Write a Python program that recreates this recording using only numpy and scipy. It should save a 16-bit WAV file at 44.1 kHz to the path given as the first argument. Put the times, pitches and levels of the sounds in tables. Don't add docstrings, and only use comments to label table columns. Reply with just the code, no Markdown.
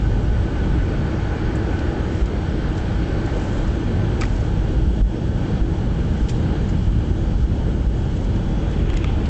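import sys
import numpy as np
from scipy import signal
from scipy.fft import rfft, irfft, next_fast_len
from scipy.io import wavfile
from scipy.ndimage import uniform_filter1d, map_coordinates

SR = 44100
rng = np.random.default_rng(int(sys.argv[2]) if len(sys.argv) > 2 else 0)


def dump_mix(stems):
    frames = np.atleast_2d(stems).T
    limited = np.clip(frames, -1, 1)
    pcm = np.round(limited * 32767).astype(np.int16)
    wavfile.write(sys.argv[1], SR, pcm)


N = 409688


# (time [s], level [dB])
BODY_LEVEL = [(0, -20.5), (0.75, -21.5), (1.35, -28.5), (1.85, -23.5), (3.9, -24), (4.6, -18.5),
              (5.5, -22.5), (6.3, -22.5), (7.2, -21), (8.5, -22), (9.29, -18)]
# (frequency [Hz], relative level [dB])
BODY_SPECTRUM = [(8, -18), (20, -12.5), (30, -4), (41, 0), (49, 3), (60, 0.5), (75, -4.5), (100, -25),
                 (200, -70)]
# (time [s], level [dB])
FLOOR_LEVEL = [(0, -21.5), (1.3, -24), (3.4, -24), (4.6, -21.5), (6.7, -21), (8.1, -22.5), (9.29, -22.5)]
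# (frequency [Hz], relative level [dB])
FLOOR_SPECTRUM = [(45, -24), (70, -5.5), (85, 0.5), (105, -0.5), (130, -3.5), (175, -5.5), (215, -8),
                  (250, -12.5), (300, -27.5), (500, -67)]

def car_rumble():
    body_db, = curves(BODY_LEVEL)
    floor_db, = curves(FLOOR_LEVEL)
    sway = coloured_noise(BODY_SPECTRUM, patchy_db=1.8)
    strength = np.abs(signal.hilbert(sway))
    sway = unit(sway / (strength + 0.6) ** 0.35)
    boom = coloured_noise(FLOOR_SPECTRUM, patchy_db=0.3)
    return amp(body_db) * sway + amp(floor_db) * boom


# (time [s], level [dB])
RAIL_LEVEL = [(0, -44), (0.6, -40.5), (1.7, -39.6), (2.35, -41), (3.2, -40.5), (4.4, -42.5), (4.9, -45.5),
              (6.2, -44), (7.9, -46), (9.29, -43)]
# (middle [s], length [s], swell [dB])
ROUGH_RAIL = [(4.7, 0.34, 1.5), (5.5, 0.41, 3), (6.54, 0.36, 2.5)]
# (frequency [Hz], relative level [dB])
ROAR_SPECTRUM = [(170, -27), (250, -6), (285, -3), (325, 1.5), (360, -5), (440, -7.5), (475, -8),
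                 (510, -10.5), (595, -12), (700, -17.5), (825, -14.5), (930, -19), (1100, -31), (2000, -72)]
# (frequency [Hz], relative level [dB])
RAIL_SPECTRUM = [(700, -31), (1000, -2.5), (1150, -0.5), (1270, 0.5), (1350, 0.5), (1500, 2.5),
                 (1660, -2.5), (1750, -2), (1850, -8), (2350, -7), (2650, -11.5), (3300, -22.5),
                 (7000, -45)]
# (frequency [Hz], relative level [dB])
SIZZLE_SPECTRUM = [(1200, -21), (1750, 3), (2000, -2.5), (2450, -5.5), (2700, -11.5), (3600, -11),
                   (4200, -12.5), (4550, -9.5), (5300, -21), (8000, -40)]

def wheels():
    rail_db, = curves(RAIL_LEVEL)
    dip_db = rail_db - rail_db.max()
    roughness_db = swells(ROUGH_RAIL) + 0.23 * wobble(9.8)
    roar = amp(-28 + 0.49 * dip_db) * coloured_noise(ROAR_SPECTRUM, patchy_db=1.04)
    rail = amp(rail_db) * coloured_noise(RAIL_SPECTRUM, patchy_db=0.4)
    sizzle = amp(-46.5 + 1.34 * dip_db) * coloured_noise(SIZZLE_SPECTRUM, patchy_db=2.0)
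    return amp(roughness_db) * (roar + rail + sizzle)


# (time [s], level [dB], pitch [Hz], time to fade by 60 dB [s])
JOLTS = [(2.219, -0.5, 53.3, 0.16), (4.867, -4, 56, 0.2), (5.016, 7.5, 50.7, 0.17), (5.611, -2, 51, 0.19),
         (6.218, 0.5, 54.5, 0.073), (6.873, -2.5, 53.2, 0.22), (7.428, -3.5, 55.2, 0.22),
         (7.865, -6, 52.3, 0.31)]

def jolts():
    out, t = np.zeros(N), np.arange(SR // 2) / SR
    onset = 1 - np.exp(-t / 0.0055)
    for start, db, hz, fade_s in JOLTS:
        add(out, start, amp(db - 60 * t / fade_s) * onset * np.sin(2 * np.pi * hz * t))
    return out


# (time [s], pitch [Hz], level [dB])
GEAR_WHINE = [(0, 1500, -49), (1.6, 1508, -47), (2.4, 1507, -49), (3.2, 1535, -47), (4.2, 1532, -49.5),
              (4.8, 1528, -53.5), (5.5, 1512, -61.5), (6.3, 1570, -52), (7.0, 1590, -67.5),
              (9.29, 1587, -59)]
# (middle [s], length [s], swell [dB])
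WHINE_FLARES = [(1.75, 0.3, 7), (5.42, 0.41, 11), (6.52, 0.38, 5.5)]
# (frequency [Hz], relative level [dB])
RAIL_RING_SPECTRUM = [(600, -25.5), (750, 3), (830, 9), (920, -11), (1100, -21.5), (1380, -4.5), (1510, -3),
                      (1620, -5.5), (1850, -27.5)]

def drive():
    pitch_hz, db = curves(GEAR_WHINE)
    phase = 2 * np.pi * np.cumsum(pitch_hz) / SR
    whine = unit(wobble(48) * np.sin(phase) + wobble(48) * np.cos(phase))
    ringing = amp(0.5) * unit(amp(1.4 * wobble(25)) * coloured_noise(RAIL_RING_SPECTRUM, patchy_db=3.0))
    return amp(db + swells(WHINE_FLARES)) * (whine + ringing)


# (time [s], relative level [dB], rise [s], time to fade by 60 dB [s],
# brightness [dB per octave], pitch [ratio])
CLICKS = [(1.554, -42.5, .001, .05, 23, 1.1), (1.79, -39, .001, .04, -8, 2.2),
          (2.257, -40, .0005, 0.032, 5, 0.99), (2.779, -38, .0005, 0.022, -2, 2),
          (3.262, -41.5, .0005, 0.018, 6, 1), (4.21, -22.5, 0.0013, 0.031, 0.5, 1.03),
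          (4.217, -27, 0.0012, 0.07, -7.5, 1.03), (4.234, -26.5, 0.00075, 0.041, -6, 1),
          (4.252, -34.5, .001, 0.035, -2, 1.1), (6.285, -30.5, 0.0022, 0.04, -1.5, 1.5),
          (6.292, -31, 0.0018, 0.04, 5.5, 1.4), (6.295, -38.5, 0.0023, 0.089, 4, 1.1),
          (6.688, -43.5, .004, 0.1, 4, 0.98), (8.361, -33.5, .0005, 0.024, -6, 0.89),
          (8.901, -29, .0003, 0.022, -8, 1), (8.932, -31, .0005, 0.026, -6, 1),
          (8.940, -32, .0004, .02, -5, 1.2), (8.966, -32, 0.0018, 0.036, -1, 1),
          (8.972, -21, 0.00065, 0.0097, -0.5, 0.97), (9.043, -23.5, .0005, 0.019, -7, 1.05),
          (9.256, -35, .001, 0.034, -7.5, 1.9)]
# (frequency [Hz], width [Hz], relative level [dB])
PLASTIC_RINGS = [(1190, 170, -2.5), (1930, 240, 1), (2280, 350, 0.5), (3270, 420, -4.5), (4200, 500, -7),
                 (5040, 790, -7), (6840, 1100, -8), (7700, 440, -10.5)]

def clicks():
    out, t = np.zeros(N), np.arange(SR // 4) / SR
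    for start, db, rise_s, fade_s, brightness, pitch in CLICKS:
        strengths = amp(rng.normal(0, 0.51, len(PLASTIC_RINGS)))

        def colour(hz):
            f = hz / pitch
            ring = 0
            for k, (centre, width, ring_db) in enumerate(PLASTIC_RINGS):
                resonance = 1j * f * width / (centre ** 2 - f ** 2 + 1j * f * width)
                ring += (-1) ** k * strengths[k] * amp(ring_db) * resonance
            octaves = np.log2(np.clip(hz, 1000, TOP_HZ) / 1000)
            return ring * amp(brightness * octaves) * (hz < TOP_HZ)

        scrape = unit(filtered(rng.standard_normal(len(t)), colour))
        fade = amp(-60 * t / fade_s)
        echo = amp(-30.5 - 60 * t / 0.25)
        crack = amp(-1.5 - 60 * t / 0.0045) * rng.standard_normal(len(t))
        onset = 1 - np.exp(-t / rise_s)
        add(out, start, amp(db + 3) * (scrape * (fade + echo) + crack) * onset)
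    return out


# (start [s], length [s], level [dB])
RUSTLES = [(2.05, 0.17, -54), (2.71, 0.06, -47.5), (3.286, 0.33, -50.5), (3.65, 0.2, -58.5),
           (4.118, 0.32, -52.5), (6.083, 0.28, -54.5), (8.08, 0.17, -54.5), (8.64, 0.073, -53.5)]
# (frequency [Hz], relative level [dB])
CLOTH_SPECTRUM = [(1500, -21), (3000, -2), (5000, -3), (7300, -1.5), (9000, -7.5)]
# (frequency [Hz], relative level [dB])
SLEEVE_SPECTRUM = [(900, -27), (1900, 2), (2400, 8), (3200, 8), (4000, -11), (6000, -22.5), (9000, -32)]

def passenger():
    rubbing = amp(-66.5)
    for start, length, db in RUSTLES:
        rubbing += amp(db) * stroke(start, length, rise_s=0.091, fall_s=0.04)
    sliding = amp(-45) * stroke(start_s=8.54, length_s=0.5, rise_s=0.36, fall_s=0.42)
    cloth = unit(amp(2.5 * wobble(120)) * coloured_noise(CLOTH_SPECTRUM, patchy_db=1.0))
    sleeve = unit(amp(2.5 * wobble(70)) * coloured_noise(SLEEVE_SPECTRUM, patchy_db=1.5))
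    return rubbing * cloth + sliding * sleeve


# (time [s], level [dB])
HULL_AIR_LEVEL = [(0, -50.3), (1.6, -49.5), (3.4, -48), (5.0, -51), (6.4, -49.5), (7.6, -51.5), (9.29, -51)]
# (frequency [Hz], relative level [dB])
HULL_AIR_SPECTRUM = [(1800, -33.5), (2600, -8), (2850, 0.5), (3000, -1), (3200, 2), (3500, -4.5),
                     (3950, -6), (4550, -7), (5000, -11.5), (6000, -20), (9000, -45.5)]
# (frequency [Hz], relative level [dB])
VENT_SPECTRUM = [(2500, -25), (4500, -9.5), (5300, 2.5), (6500, 3), (7600, -1), (9000, -9)]

def air():
    db, = curves(HULL_AIR_LEVEL)
    hull = amp(db + 0.4 * swells(ROUGH_RAIL)) * coloured_noise(HULL_AIR_SPECTRUM, patchy_db=0.85)
    vents = amp(-58) * coloured_noise(VENT_SPECTRUM, patchy_db=2.5)
    return hull + vents


# (pitch [Hz], relative level at the start [dB], at the end [dB])
ELECTRONIC_TONES = [(2640, -73, -68), (2821, -62, -78), (2881, -64, -61), (3001, -65, -65),
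                    (3121, -63, -61), (3360, -67, -58), (5642, -69, -75), (6002, -76, -81),
                    (6362, -73, -75), (6482, -72, -80), (7853, -75, -76), (7882, -73, -76),
                    (8118, -75, -77), (8149, -75, -78)]

def electronics():
    out, t = np.zeros(N), np.arange(N) / SR
    for hz, first_db, last_db in ELECTRONIC_TONES:
        db = np.linspace(first_db, last_db, N) + 2.2 * wobble(1.6)
        out += amp(db) * unit(np.sin(2 * np.pi * hz * t + 0.44 * wobble(5.5)))
    return amp(-0.5) * out


def amp(db):
    return 10 ** (np.asarray(db) / 20)


def unit(x):
    return x / np.sqrt(np.mean(x ** 2) + 1e-20)


def along(points, hz):
    frequencies, values = np.transpose(points)
    return np.interp(np.log(hz + 1), np.log(frequencies + 1), values)


def curves(rows):
    times, *columns = np.transpose(rows)
    return [np.interp(np.arange(N) / SR, times, column) for column in columns]


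def wobble(rate):
    return map_coordinates(rng.standard_normal(int(N * rate / SR) + 4), [np.arange(N) * rate / SR])


def swells(rows):
    t = np.arange(N) / SR
    return sum(db * np.cos(np.pi * np.clip((t - s) / length, -.5, .5)) ** 2 for s, length, db in rows)


def stroke(start_s, length_s, rise_s, fall_s):
    t = np.arange(N) / SR - start_s
    return np.clip(t / rise_s, 0, 1) * np.exp(-np.maximum(t - length_s, 0) / fall_s)


def filtered(x, response):
    size = next_fast_len(len(x) + 8192)
    return irfft(rfft(x, size) * response(np.fft.rfftfreq(size, 1 / SR)), size)[:len(x)]


def coloured_noise(spectrum, patchy_db):
    grid = signal.stft(rng.standard_normal(N), nperseg=512)[2]
    patches = uniform_filter1d(rng.standard_normal(grid.shape), size=6, axis=0)
    patches = uniform_filter1d(patches, size=16, axis=1)
    noise = signal.istft(grid * amp(patchy_db * unit(patches)), nperseg=512)[1][:N]
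    return unit(filtered(noise, lambda hz: amp(along(spectrum, hz))))


def add(track, start_s, sound):
    part = track[round(start_s * SR):][:len(sound)]
    part += sound[:len(part)]


def scene():
    train = car_rumble() + wheels() + jolts() + drive()
    return (train + clicks() + passenger() + air() + electronics())[None]


def limiter(x, ceiling_db, release_s):
    excess = np.maximum(np.abs(x) / amp(ceiling_db), 1)
    needed_cut = np.log(excess) + 1e-9
    clock = np.arange(N) / SR / release_s
    cut = np.exp(np.maximum.accumulate(np.log(needed_cut) + clock) - clock)
    return x * uniform_filter1d(np.exp(-cut), size=64)


# (frequency [Hz], gain [dB])
TREBLE_ROLLOFF = [(7800, 0), (8200, -6.5), (8500, -13), (8800, -21.5), (9000, -37)]
TOP_HZ = 9000

def record(dry):
    held = limiter(dry[0], ceiling_db=-9.5, release_s=0.046)
    hiss = amp(-55.5) * rng.standard_normal(N)
    return filtered(held + hiss, lambda hz: amp(along(TREBLE_ROLLOFF, hz)) * (hz < TOP_HZ))[None]


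dry = scene()
out = record(dry)
dump_mix(out)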